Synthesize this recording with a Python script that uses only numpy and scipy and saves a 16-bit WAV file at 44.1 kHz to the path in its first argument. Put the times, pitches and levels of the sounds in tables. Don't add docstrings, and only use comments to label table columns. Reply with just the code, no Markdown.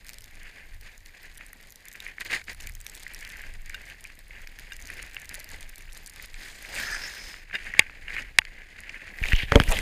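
import sys
import numpy as np
from scipy import signal
from scipy.fft import rfft, irfft
from scipy.io import wavfile
from scipy.ndimage import uniform_filter1d

SR = 44100
rng = np.random.default_rng(int(sys.argv[2]) if len(sys.argv) > 2 else 0)


def attenuation_scalar(level_db):
    decades = np.asarray(level_db, float) / 20
    return 10 ** decades


def wav_record(signal):
    frames = np.transpose(np.atleast_2d(signal))
    bounded = np.clip(frames, -1, 1)
    quanta = np.round(bounded * 32767).astype(np.int16)
    wavfile.write(sys.argv[1], SR, quanta)


N = 432621
CALM_RUSTLE_DB = -58.5

# t/s, edge pressure/dB, singing scrape re pressure/dB
EDGES = [
    (6.33, -63, -23),
    (6.425, -46.5, -6.5),
    (6.58, -55, -10),
    (6.82, -36.5, -12),
    (6.856, -44.5, -5),
    (7.06, -43.5, -8),
    (7.14, -49, -3.5),
    (7.3, -47, -6),
    (7.44, -61, -13),
]
# t/s, rub level/dB, rumble level/dB
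HANDS = [
    (9.1, -66, -68),
    (9.241, -48, -37),
    (9.486, -60, -33.5),
    (9.553, -31, -45),
    (9.562, -20, -28),
    (9.6, -48, -25),
    (9.65, -46, -31),
    (9.81, -40.5, -23),
]
# f/Hz, level/dB
SPRAY_COLOUR = [(2500, -6), (3300, -2), (4900, -1.5), (5700, -11.5), (6700, -4), (8000, -12), (9300, -8),
                (11000, -16.5), (14500, -12.5), (16000, -39)]


def unit(x):
    return x / np.sqrt(np.mean(x ** 2))


def peak_at(x, db):
    return attenuation_scalar(db) * x / np.abs(x).max()


def curve(table, column):
    rows = np.array(table)
    return attenuation_scalar(np.interp(np.arange(N) / SR, rows[:, 0], rows[:, column], left=-120, right=-120))


def colour(x, points):
    size = 8192
    hz, db = np.transpose(points)
    bins_hz = np.arange(size // 2 + 1) * SR / size
    log_gain = np.log(attenuation_scalar(np.interp(np.log(bins_hz + 1), np.log(hz), db)))
    cepstrum = irfft(log_gain)
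    cepstrum[1:size // 2] *= 2
    cepstrum[size // 2 + 1:] = 0
    response = irfft(np.exp(rfft(cepstrum)))
    return unit(signal.fftconvolve(x, response)[:N])


def band(x, hz, width):
    peak = signal.iirpeak(hz, hz / width, fs=SR)
    return unit(signal.lfilter(*peak, signal.lfilter(*peak, x)))


def walk(rate):
    hold = int(SR / rate)
    steps = np.repeat(rng.standard_normal(N // hold + 1), hold)
    return unit(uniform_filter1d(uniform_filter1d(steps, hold), hold)[:N])


def grit(rate, spread_db, grain_ms, hiss):
    sizes = attenuation_scalar(spread_db * np.minimum(rng.exponential(size=N), 3))
    slips = (rng.random(N) < rate / SR) * sizes
    puffs = signal.lfilter([1], [1, -np.exp(-1000 / (grain_ms * SR))], slips)
    return (unit(puffs) + hiss) * rng.standard_normal(N)


def ringing(modes, t):
    return sum(attenuation_scalar(g) * np.exp(-np.log(1000) * t / t60) * np.sin(2 * np.pi * hz * t) for hz, g, t60 in modes)


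def add(out, times, grains):
    for s, grain in zip(times, grains):
        i = int(s * SR)
        out[i:i + len(grain)] += grain[:N - i]
    return out


def ticks(s, db, hz, spread, decay_ms, rise_ms, count):
    chance = rng.standard_normal((len(s), count, 3))
    t = np.arange(512) / SR
    freq = (hz * np.exp(spread * chance[..., 0].T)).T[..., None]
    tau = decay_ms / 1000 * np.exp(0.27 * chance[..., 1:2])
    audible = (freq < 15300) & (freq > 1250)
    modes = audible * np.exp(-t / tau) * np.sin(2 * np.pi * freq * t + 3 * chance[..., 2:])
    rings = modes.sum(axis=1) * (1 - np.exp(-t * 1000 / rise_ms))
    rings *= attenuation_scalar(db + 8.5)[:, None] / np.abs(rings).max(axis=1, keepdims=True)
    return add(np.zeros(N), s - .0005, rings)


def swell(rows):
    quickest_s, rise_share = .009, .9
    s, db, fall_s = np.transpose(rows)[:3, :, None]
    age = (np.arange(0, N, 64) / SR - s) / np.maximum(fall_s, quickest_s)
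    return attenuation_scalar(2 * (db - 10 * np.maximum(age, -age / rise_share) ** 2.))


def smooth(power):
    return np.interp(np.arange(N), np.arange(0, N, 64), np.sqrt(power))


def pitched_hiss(rows, breadth):
    drag = grit(rate=300, spread_db=7.0, grain_ms=3.6, hiss=2.2)
    return sum(band(drag, row[3], breadth * row[3]) * smooth(power) for row, power in zip(rows, swell(rows)))


def wind():
    # f/Hz, level/dB
    wind_colour = [(8, -34), (20, 9.5), (44, -7), (90, -13.5), (160, -28), (400, -53)]
    # t/s, level/dB
    gusts = [(0, -47), (.5, -49), (.72, -43.5), (1.15, -54.5), (1.37, -48.5), (1.55, -56), (2.2, -50.5),
             (2.77, -41.5), (2.93, -50), (3.51, -39), (3.65, -46), (4.6, -47.5), (5.6, -43), (6.19, -45),
             (7.1, -45.5), (8.4, -44), (8.96, -51), (9.81, -40)]
    buffet = colour(rng.standard_normal(N) * attenuation_scalar(2.0 * walk(11)), wind_colour)
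    return buffet * np.hypot(curve(gusts, column=1), curve(HANDS, column=2))


def sleet(rate, level_db, hiss_db, until_s):
    # t/s, strength/dB
    snowfall = [(0, -1), (.3, 6), (.5, -9), (1.2, 1.5), (1.9, -3), (2.3, 1.5), (3, 10), (3.4, 3), (3.6, -9),
                (4.6, 0.5), (4.85, 8), (5.5, 1), (5.7, 0), (6.1, 8), (6.6, -4)]
    s, size, pitch = rng.random((3, int(rate * until_s)))
    fade = np.clip(until_s + 1 - np.arange(N) / SR, .42, 1)
    hiss = band(rng.standard_normal(N), 11700, 9000) * attenuation_scalar(hiss_db) * fade
    db = level_db + 16 * size ** 1.6 + np.interp(s * until_s, *np.transpose(snowfall))
    return hiss + ticks(0.00054 + s * until_s, db, 6000 + 7000 * pitch,
                        spread=0.4, decay_ms=0.42, rise_ms=0.08, count=12)


def flakes():
    # t/s, peak level/dB, f/Hz
    heavy_flakes = [(0.085, -39, 7100), (0.093, -32, 9300), (0.143, -37, 7250), (0.185, -37, 7500),
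                    (0.2426, -39.5, 6600), (0.4325, -42, 9200), (1.061, -44, 5960), (1.3797, -36, 8250),
                    (1.465, -40.5, 9450), (1.5313, -38.5, 11500), (1.7585, -41.5, 7540),
                    (1.8847, -36, 11400), (1.9286, -41, 9900), (2.0035, -37.5, 9000), (2.2085, -32.5, 6060),
                    (2.25, -35.5, 6160), (2.603, -42, 7260), (2.6717, -32, 8940), (2.6953, -39, 10500),
                    (2.752, -34.5, 8000), (2.8038, -39, 11300), (2.866, -32.5, 8500), (2.8978, -37.5, 8440),
                    (2.9516, -34, 9800), (3.0335, -36, 6700), (3.1372, -36.5, 10900), (3.147, -33, 8600),
                    (3.209, -40.5, 8560), (3.25, -35, 6170), (3.302, -38.5, 7300),
                    (3.6605, -43, 8900), (3.6964, -36.5, 7240), (3.749, -39, 6000), (4.0416, -36, 7430),
                   (4.191, -42.5, 11500), (4.4741, -37, 6700), (4.5888, -42, 6260), (4.734, -38.5, 5560),
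                   (4.824, -39, 8150), (4.873, -36.5, 6100), (4.903, -39, 7930), (5.0278, -36.5, 5600),
                   (5.0642, -44, 7050), (5.1463, -39, 10260), (5.218, -39.5, 7850), (5.293, -31.5, 6430),
                   (5.3433, -31, 10000), (5.354, -33, 6930), (5.3928, -41, 10300), (5.4023, -37, 6200),
                   (5.444, -37, 8130), (5.491, -40, 8080), (5.609, -37, 7200), (5.782, -40, 11700),
                   (5.93, -40.5, 8400), (5.9754, -38, 7200), (6.0622, -36, 7900), (6.0765, -37.5, 9000),
                   (6.161, -38, 5650), (6.259, -41.5, 9000)]
    # t/s, peak level/dB
    fine_flakes = [(0.047, -49), (0.0676, -42), (0.0742, -50), (0.1004, -46), (0.11, -48.5), (0.1339, -42),
                   (0.2085, -45), (0.2215, -45), (0.26, -48), (0.7462, -51), (0.8117, -44), (0.9792, -46),
                   (1.071, -51), (1.2309, -47.5), (1.348, -50), (1.3555, -49), (1.3751, -43), (1.6118, -48),
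                   (1.6287, -50), (1.6725, -50), (1.6986, -51), (1.7057, -45), (1.723, -44), (1.8069, -53),
                   (1.855, -44.5), (1.916, -45), (1.9366, -45), (1.9589, -50), (2.079, -45), (2.2044, -43),
                   (2.2134, -51), (2.263, -44), (2.312, -40), (2.4414, -47), (2.532, -42.5), (2.548, -44),
                   (2.6086, -39), (2.6216, -50), (2.6305, -47), (2.6916, -44), (2.7216, -49), (2.8138, -42),
                   (2.8886, -50), (2.9012, -62), (2.9191, -52), (2.9478, -43), (2.9606, -43), (2.9772, -47),
                   (2.998, -45), (3.1656, -48), (3.1907, -47), (3.212, -43), (3.2281, -49), (3.2692, -50),
                   (3.277, -44), (3.2918, -44), (3.2962, -44), (3.3156, -48), (3.3211, -45), (3.3708, -42),
                   (3.4185, -44.5), (3.4676, -50), (3.5391, -46), (3.619, -52), (3.7443, -44), (3.8179, -48),
                  (3.8553, -49), (3.8635, -50), (3.881, -51), (3.8894, -51.5), (3.9, -45), (4.009, -43),
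                  (4.0728, -48), (4.1542, -53), (4.282, -50), (4.4182, -50), (4.5964, -45), (4.7229, -47),
                  (4.7664, -41.5), (4.7979, -51), (4.8031, -45.5), (4.8159, -46), (4.8558, -44),
                  (4.8826, -45), (4.9707, -47), (5.0211, -46), (5.0246, -49), (5.0982, -51.5),
                  (5.1135, -47.5), (5.1343, -49), (5.1994, -41.5), (5.2466, -47), (5.2563, -44),
                  (5.3369, -50), (5.349, -35.5), (5.3986, -39), (5.5025, -44), (5.5166, -44), (5.5621, -50),
                  (5.6126, -49), (5.629, -43), (5.6929, -46), (5.6961, -44), (5.7585, -42.5), (5.7918, -51),
                  (5.8072, -50), (5.823, -46.5), (5.923, -47), (5.9346, -47), (5.9492, -46), (6.0726, -41),
                  (6.0972, -45), (6.1005, -46), (6.137, -46), (6.225, -41), (6.2288, -47), (6.2328, -49),
                  (6.2564, -49), (6.5623, -50), (6.7463, -38)]
    # t/s, peak level/dB, f/Hz
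    crumbs = [(6.3425, -41, 5230), (6.6257, -41, 11600), (6.752, -31.5, 6960), (6.915, -36, 9000),
              (2.025, -46, 9000), (8.393, -46, 11000), (7.0383, -38, 5200), (7.554, -41, 4400),
              (7.645, -44.5, 7850), (7.739, -44, 5230), (8.222, -41, 5200), (8.452, -39.5, 4760),
              (8.805, -40, 6700), (8.8958, -41.5, 4900), (9.1867, -43, 4940), (9.2362, -36.5, 5500),
              (9.256, -35, 5200), (9.2853, -33, 4800), (9.3045, -39, 9000), (9.333, -35, 5400),
              (9.3628, -32.5, 4760), (9.567, -40, 5730), (2.0486, -43, 8500), (9.637, -30.5, 7660),
              (9.7077, -30, 8900), (9.715, -27, 7900), (9.7232, -22.5, 7700), (9.7772, -43, 9600),
              (9.7894, -27.5, 7670)]
    heavy = ticks(*np.transpose(heavy_flakes), spread=0.456, decay_ms=0.79, rise_ms=0.11, count=24)
    s, db = np.transpose(fine_flakes)
    fine = ticks(s, db + 2.5, hz=9000, spread=0.515, decay_ms=0.62, rise_ms=0.06, count=20)
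    ice = ticks(*np.transpose(crumbs), spread=0.308, decay_ms=0.64, rise_ms=0.12, count=24)
    return heavy + fine + ice + sleet(rate=66, level_db=-66.0, hiss_db=-71.0, until_s=6.6)


def creaks():
    # t/s, peak level/dB
    strap_creaks = [(1.062, -50), (1.4104, -38.5), (1.5322, -42.5), (1.9537, -38), (2.0652, -33.5),
                    (2.1828, -34.5), (2.212, -28.5), (2.335, -27), (2.6733, -39.5), (2.696, -40),
                    (2.8655, -40.5), (3.0657, -33.5), (3.6986, -37), (4.0517, -38), (4.3086, -41.5),
                    (4.472, -39.5), (4.5887, -41.5), (4.7919, -42.5), (4.901, -33), (4.999, -37.5),
                    (5.0387, -42), (5.167, -28.5), (5.343, -39), (5.6285, -56), (5.892, -44),
                    (6.7636, -32.5), (7.3425, -46)]
    # t/s, peak level/dB
    crunches = [(7.5115, -39), (7.529, -42), (7.7385, -30), (7.8065, -53.5), (8.082, -32.5), (8.105, -32.5),
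                (8.166, -28), (8.418, -32.5), (8.452, -37), (8.8944, -33), (8.944, -39), (9.0795, -39),
                (9.1868, -35), (9.2287, -31), (9.2385, -21.5), (9.2569, -26), (9.3216, -20), (9.332, -18),
                (9.679, -31), (9.7183, -28), (9.789, -27)]
    # t/s, peak level/dB, f/Hz
    snaps = [(0.1012, -43.5, 2230), (1.436, -49, 2130), (1.6122, -54, 2090), (2.0034, -37.5, 3600.0),
             (2.2182, -34, 2280), (2.3067, -31, 1790), (2.483, -33, 1900.0), (2.4857, -39, 1970),
             (2.604, -40.5, 2900.0), (3.2504, -42, 2600), (3.438, -38, 1990), (3.9008, -41.5, 2620),
             (4.046, -44, 1900.0), (4.102, -41, 2240), (5.146, -43, 2070), (5.3139, -38, 2160),
             (5.629, -42, 2660), (5.808, -48, 2400.0), (6.1982, -37.5, 2000.0), (6.344, -40.5, 2300.0),
             (7.342, -38, 1870), (7.499, -42, 2020), (7.531, -35, 2040), (7.7497, -33, 2070),
             (7.769, -36.5, 2000.0), (7.809, -35, 2050), (7.8977, -38, 2080), (8.1316, -37, 2150),
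             (8.19, -36, 2010), (9.0733, -42, 1860), (9.2493, -33, 2260), (9.287, -28, 2440),
             (9.3635, -31, 2600.0), (9.6369, -30.5, 2310), (9.6927, -29, 1990), (9.768, -30, 2660)]
    s, db = np.transpose(strap_creaks + crunches)
    slips = ticks(s, db, hz=2118, spread=0.13, decay_ms=1.33, rise_ms=0.44, count=10)
    return slips + ticks(*np.transpose(snaps), spread=0.15, decay_ms=1.2, rise_ms=0.29, count=10)


def movements():
    # t/s, rustle level/dB, 10 dB fall/s, spray re rustle/dB
    sways = [(0.126, -59.5, 1.1, -5), (0.445, -48, 0.09, -12), (0.61, -49, 0.07, -14),
             (0.859, -44.5, 0.03, -7.5), (1.226, -51.5, 0.1, -8.5), (1.404, -51, 0.09, -8.5),
             (1.943, -54, 0.14, -7), (2.061, -45, 0.09, -10), (2.214, -37.5, 0.016, -4.5),
             (2.266, -37.5, 0.017, -4.5), (2.337, -28.5, 0.038, -5.5), (2.379, -39.5, 0.02, -2),
             (2.415, -46.5, 0, -3), (2.499, -36.5, 0.0224, -5.5), (2.632, -47.5, 0.07, -6),
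             (3.093, -50, 0.29, -4), (3.342, -45, 0.21, -13.5), (3.74, -49, 0.11, -9),
             (3.886, -49, 0.1, -7.5), (4.06, -44, -0.02, -9.5), (4.378, -46, 0.06, -15),
             (4.597, -51, 0, -11), (4.69, -61, 1.5, -10), (4.731, -53.5, 0.23, -6),
             (4.966, -44, 0.1256, -7.5), (5.2, -51, 0.23, -10.5), (5.37, -46.5, 0.09, -7),
             (5.527, -45.5, 0.025, -3.5), (5.68, -55, 0.47, -6), (5.97, -50.5, 0, -1.5),
             (6.207, -47.5, 0.1, -3)]
    # t/s, rustle level/dB, 10 dB fall/s, spray re rustle/dB
    shuffles = [(6.76, -45, -0.0059, -2), (7.552, -33.5, 0.02, -16.5), (7.676, -42.5, 0.17, -10.5),
                (7.776, -39, 0.07, -20), (7.888, -52, 0.8, -33), (8.148, -38, 0.0951, -12.5),
                (8.185, -36.5, 0.025, -12.5), (8.325, -54.5, -0.1, -9), (8.412, -54, -0.15, -11.5),
                (8.561, -52.5, 0.15, -27), (8.789, -38.5, -0.05, -12.5), (8.968, -45, 0.34, -13),
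                (9.242, -34, 0, -21.1), (9.288, -38.5, 0.08, -5.5), (9.329, -33, 0, -11),
                (9.407, -30.5, 0.0354, -12.5), (9.539, -35, 0.06, -11), (9.612, -33, 0.01, -12),
                (9.754, -33, 0.09, -7)]
    rows = sways + shuffles
    power = swell(rows)
    spray_db = np.transpose(rows)[3, :, None]
    motion = smooth(power.sum(axis=0) + attenuation_scalar(2 * CALM_RUSTLE_DB))
    thrown = smooth((power * attenuation_scalar(2 * spray_db)).sum(axis=0) + attenuation_scalar(2 * -61.5))
    return np.hypot(motion, attenuation_scalar(2.5) * curve(EDGES, column=1)), thrown


def rustle(slips):
    # f/Hz, level/dB
    housing_colour = [(900, -26), (1330, -18), (1600, -3), (1900, 0), (2300, -2.5), (2800, -9),
                      (3200, -16.5), (4200, -39)]
    return colour(slips * grit(rate=260, spread_db=1.5, grain_ms=2.2, hiss=1.0), housing_colour)


def powder(slips):
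    spray = colour(slips * grit(rate=350, spread_db=3.5, grain_ms=2.5, hiss=0.9), SPRAY_COLOUR)
    return signal.lfilter(*signal.butter(2, 10500, fs=SR), spray)


def body_rub(slips, motion):
    # f/Hz, level/dB
    rub_colour = [(70, -36.5), (150, 1), (400, -5), (800, -6), (1300, -17), (1800, -51)]
    calm_rub_db, follow = -66.5, 0.49
    rub = colour(slips * grit(rate=60, spread_db=2.0, grain_ms=6.1, hiss=1.6), rub_colour)
    moving = attenuation_scalar(calm_rub_db) * (motion / attenuation_scalar(CALM_RUSTLE_DB)) ** follow
    return rub * np.hypot(moving, curve(HANDS, column=1))


def ride():
    slips = attenuation_scalar(1.6 * walk(60))
    motion, thrown = movements()
    return rustle(slips) * motion + powder(slips) * thrown + body_rub(slips, motion)


def edge_spray():
    sheet = colour(grit(rate=300, spread_db=4.0, grain_ms=3.3, hiss=1.25), SPRAY_COLOUR)
    return sheet * curve(EDGES, column=1)


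def edge_scrape():
    # f/Hz, width/Hz, level/dB
    scrape_bands = [(1680, 420, 4), (5200, 620, -1.5), (6100, 1100, 1), (7500, 2400, -3)]
    shear = grit(rate=400, spread_db=2.5, grain_ms=1.8, hiss=1.1) * attenuation_scalar(2.0 * walk(30))
    song = sum(attenuation_scalar(db + 4.6 * walk(11)) * band(shear, hz, width) for hz, width, db in scrape_bands)
    return song * curve(EDGES, column=1) * curve(EDGES, column=2)


def squeals():
    # t/s, level/dB, 10 dB fall/s, f/Hz
    icy_patches = [
        (6.83, -50, -0.1, 5360),
        (6.89, -46.5, 0.17, 5130),
        (7.045, -39.5, 0.03, 5250),
        (7.08, -42, -0.82, 6700),
        (7.22, -47, 0.13, 5130),
        (6.9, -49, 0.03, 1670),
    ]
    return pitched_hiss(icy_patches, breadth=0.094)


def swishes():
    # t/s, level/dB, 10 dB fall/s, f/Hz
    brief_scuffs = [(5.382, -47.5, -0.15, 600), (5.525, -53, -0.12, 800), (4.955, -58.5, 0.07, 350),
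                    (6.742, -52, 0.008, 900), (6.777, -51, 0.12, 600), (6.935, -53, 0.11, 800),
                    (9.305, -50.5, 0.14, 12200), (9.693, -36.5, -0.0546, 7200), (9.74, -47.5, 0.16, 10500),
                    (9.712, -39, -0.05, 8400), (9.722, -29, 0.0243, 680)]
    return pitched_hiss(brief_scuffs, breadth=0.85)


def clinks():
    # t/s, peak level/dB, lowest mode f/Hz, upper modes level/dB
    brushes = [
        (3.744, -23, 1554, -7.5),
        (4.7197, -27, 1630, -8),
        (7.5415, -23.5, 1680, -15),
        (7.553, -19, 1770, -4),
    ]
    # f/Hz, level/dB, t60/s
    tube_modes = [(2400, -2, 0.047), (2800, 3.5, 0.056), (3660, 2, 0.029), (4900, -1, 0.02)]
    t = np.arange(4096) / SR
    grains = []
    for s, db, low_hz, upper_db in brushes:
        modes = [(low_hz, 0, .04)] + [(hz, g + upper_db, t60) for hz, g, t60 in tube_modes]
        grains.append(peak_at(ringing(modes, t) * (1 - np.exp(-t / 0.00048)), db))
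    return add(np.zeros(N), [k[0] for k in brushes], grains)


def knocks():
    # t/s, peak level/dB, contact/ms, first pitch f/Hz, pitch rise over the contact, damping by the grip
    pole_hits = [
        (7.7931, 7, 3.23, 1813, 0.21, 1),
        (8.3862, 5, 2.7, 1477, 0.4, 1.26),
    ]
    # f/Hz, level/dB, t60/s
    push_modes = [(1900, -4, 0.012), (2240, -10, 0.009), (2880, -0.5, 0.012), (3350, -1, 0.007)]
    # f/Hz, level/dB, t60/s
    touch_modes = [(99, -28.5, 0.052), (600, -20, 0.014), (873, -26, 0.057), (1120, -26, 0.042),
                   (3355, -2.5, 0.013), (3720, -4, 0.012), (4770, -4, 0.012), (5200, -9.5, 0.0048),
                   (6700, -8, 0.0094), (8900, -2, 0.0058), (9920, -0.5, 0.0044)]
    t = np.arange(4096) / SR
    rattle = uniform_filter1d(rng.standard_normal((len(pole_hits), 4096)), size=3)
    ring = ringing(push_modes, t)
    grains = []
    for (s, db, ms, hz0, rise, damping), noise in zip(pole_hits, rattle):
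        strike = ringing([(hz, g, t60 / damping) for hz, g, t60 in touch_modes], t)
        strike *= 1 - np.exp(-(t / 0.00037) ** 2)
        age = t * 1000 / ms
        chirp = np.sin(2 * np.pi * hz0 * t * (1 + rise * age))
        push = chirp * np.exp(-age ** 3) * (1 - np.exp(-(age / 0.24) ** 2))
        body = peak_at(np.convolve(ring, push)[:len(t)], -4)
        crack = attenuation_scalar(19.0) * noise * age * np.exp(-age / 0.17)
        grains.append(peak_at(push + body + attenuation_scalar(-1.0) * strike + crack, db))
    return add(np.zeros(N), [k[0] for k in pole_hits], grains)


def grip():
    # t/s, level/dB
    glove_drag = [
        (9.2, -58),
        (9.27, -41),
        (9.36, -39.5),
        (9.388, -32),
        (9.435, -35.5),
        (9.47, -52),
        (9.708, -42),
        (9.722, -27.5),
        (9.81, -38),
    ]
    drag = grit(rate=290, spread_db=6.5, grain_ms=2.5, hiss=0.87)
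    return (band(drag, 2860, 1200) + attenuation_scalar(-22.0) * band(drag, 800, 230)) * curve(glove_drag, column=1)


def slaps():
    # t/s, peak level/dB, contact/ms, low modes level/dB
    knuckles = [
        (9.52, -8, 0.1, -18),
        (9.5215, -0.5, 0.22, -12.5),
        (9.5566, 5.5, 0.099, -4.5),
        (9.5588, -9, 0.14, -9),
        (9.6004, 0.5, 0.079, -19),
        (9.6187, -14.5, 0.17, -10),
    ]
    # f/Hz, level/dB, t60/s
    held_modes = [(170, -15, 0.05), (277, -5.5, 0.081), (453, -5, 0.078), (570, -5, 0.074),
                  (1580, -5.5, 0.01), (1700, -4.5, 0.0099), (2230, 1, 0.01), (2930, -7, 0.009),
                  (3200, 1.5, 0.0076), (4200, -25, 0.007), (4450, -4, 0.0065), (6900, -22, 0.0024),
                  (9200, -22, 0.0023)]
    t = np.arange(4096) / SR
    early = t[:256]
    rattle = rng.standard_normal((len(knuckles), 256)) * np.exp(-early / 0.001)
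    grains = []
    for (s, db, ms, low_db), shake in zip(knuckles, rattle):
        ring = ringing([(hz, g + low_db * (hz < 700), t60) for hz, g, t60 in held_modes], t)
        push = np.exp(-(early * 1000 / ms) ** 2)
        grains.append(peak_at(np.convolve(ring, push + 0.46 * shake), db))
    return add(np.zeros(N), [k[0] for k in knuckles], grains)


def thumps():
    # t/s, peak level/dB, first swing/ms, decay/ms
    presses = [
        (9.217, -19.5, 6, 37),
        (9.334, -9, 5.9, 29),
        (9.434, -22.5, 2.8, 12),
        (9.522, -14, 2.3, 6.5),
        (9.5586, -1.5, 3.1, 14),
        (9.6026, -6.5, 2, 4.2),
        (9.686, -13, 9.9, 35),
    ]
    ms = np.arange(8192) * 1000 / SR
    grains = [attenuation_scalar(db) * np.exp(-ms / decay) * np.sin(3.68 * np.log(1 + ms / swing))
              for s, db, swing, decay in presses]
    return add(np.zeros(N), [k[0] for k in presses], grains)


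def scene():
    weather = wind() + flakes()
    skier = creaks() + ride() + swishes()
    skis = edge_spray() + edge_scrape() + squeals()
    poles = clinks() + knocks()
    gloves = grip() + slaps() + thumps()
    return (weather + skier + skis + poles + gloves)[None]


def roll_off(x):
    return signal.sosfilt(signal.butter(12, 16530, fs=SR, output="sos"), x)


def record(dry):
    top = signal.ellip(5, .3, 16, 15200, fs=SR, output="sos")
    mix = signal.sosfiltfilt(top, np.clip(dry, -.88, .88))
    return roll_off(mix)


dry = scene()
out = record(dry)
wav_record(out)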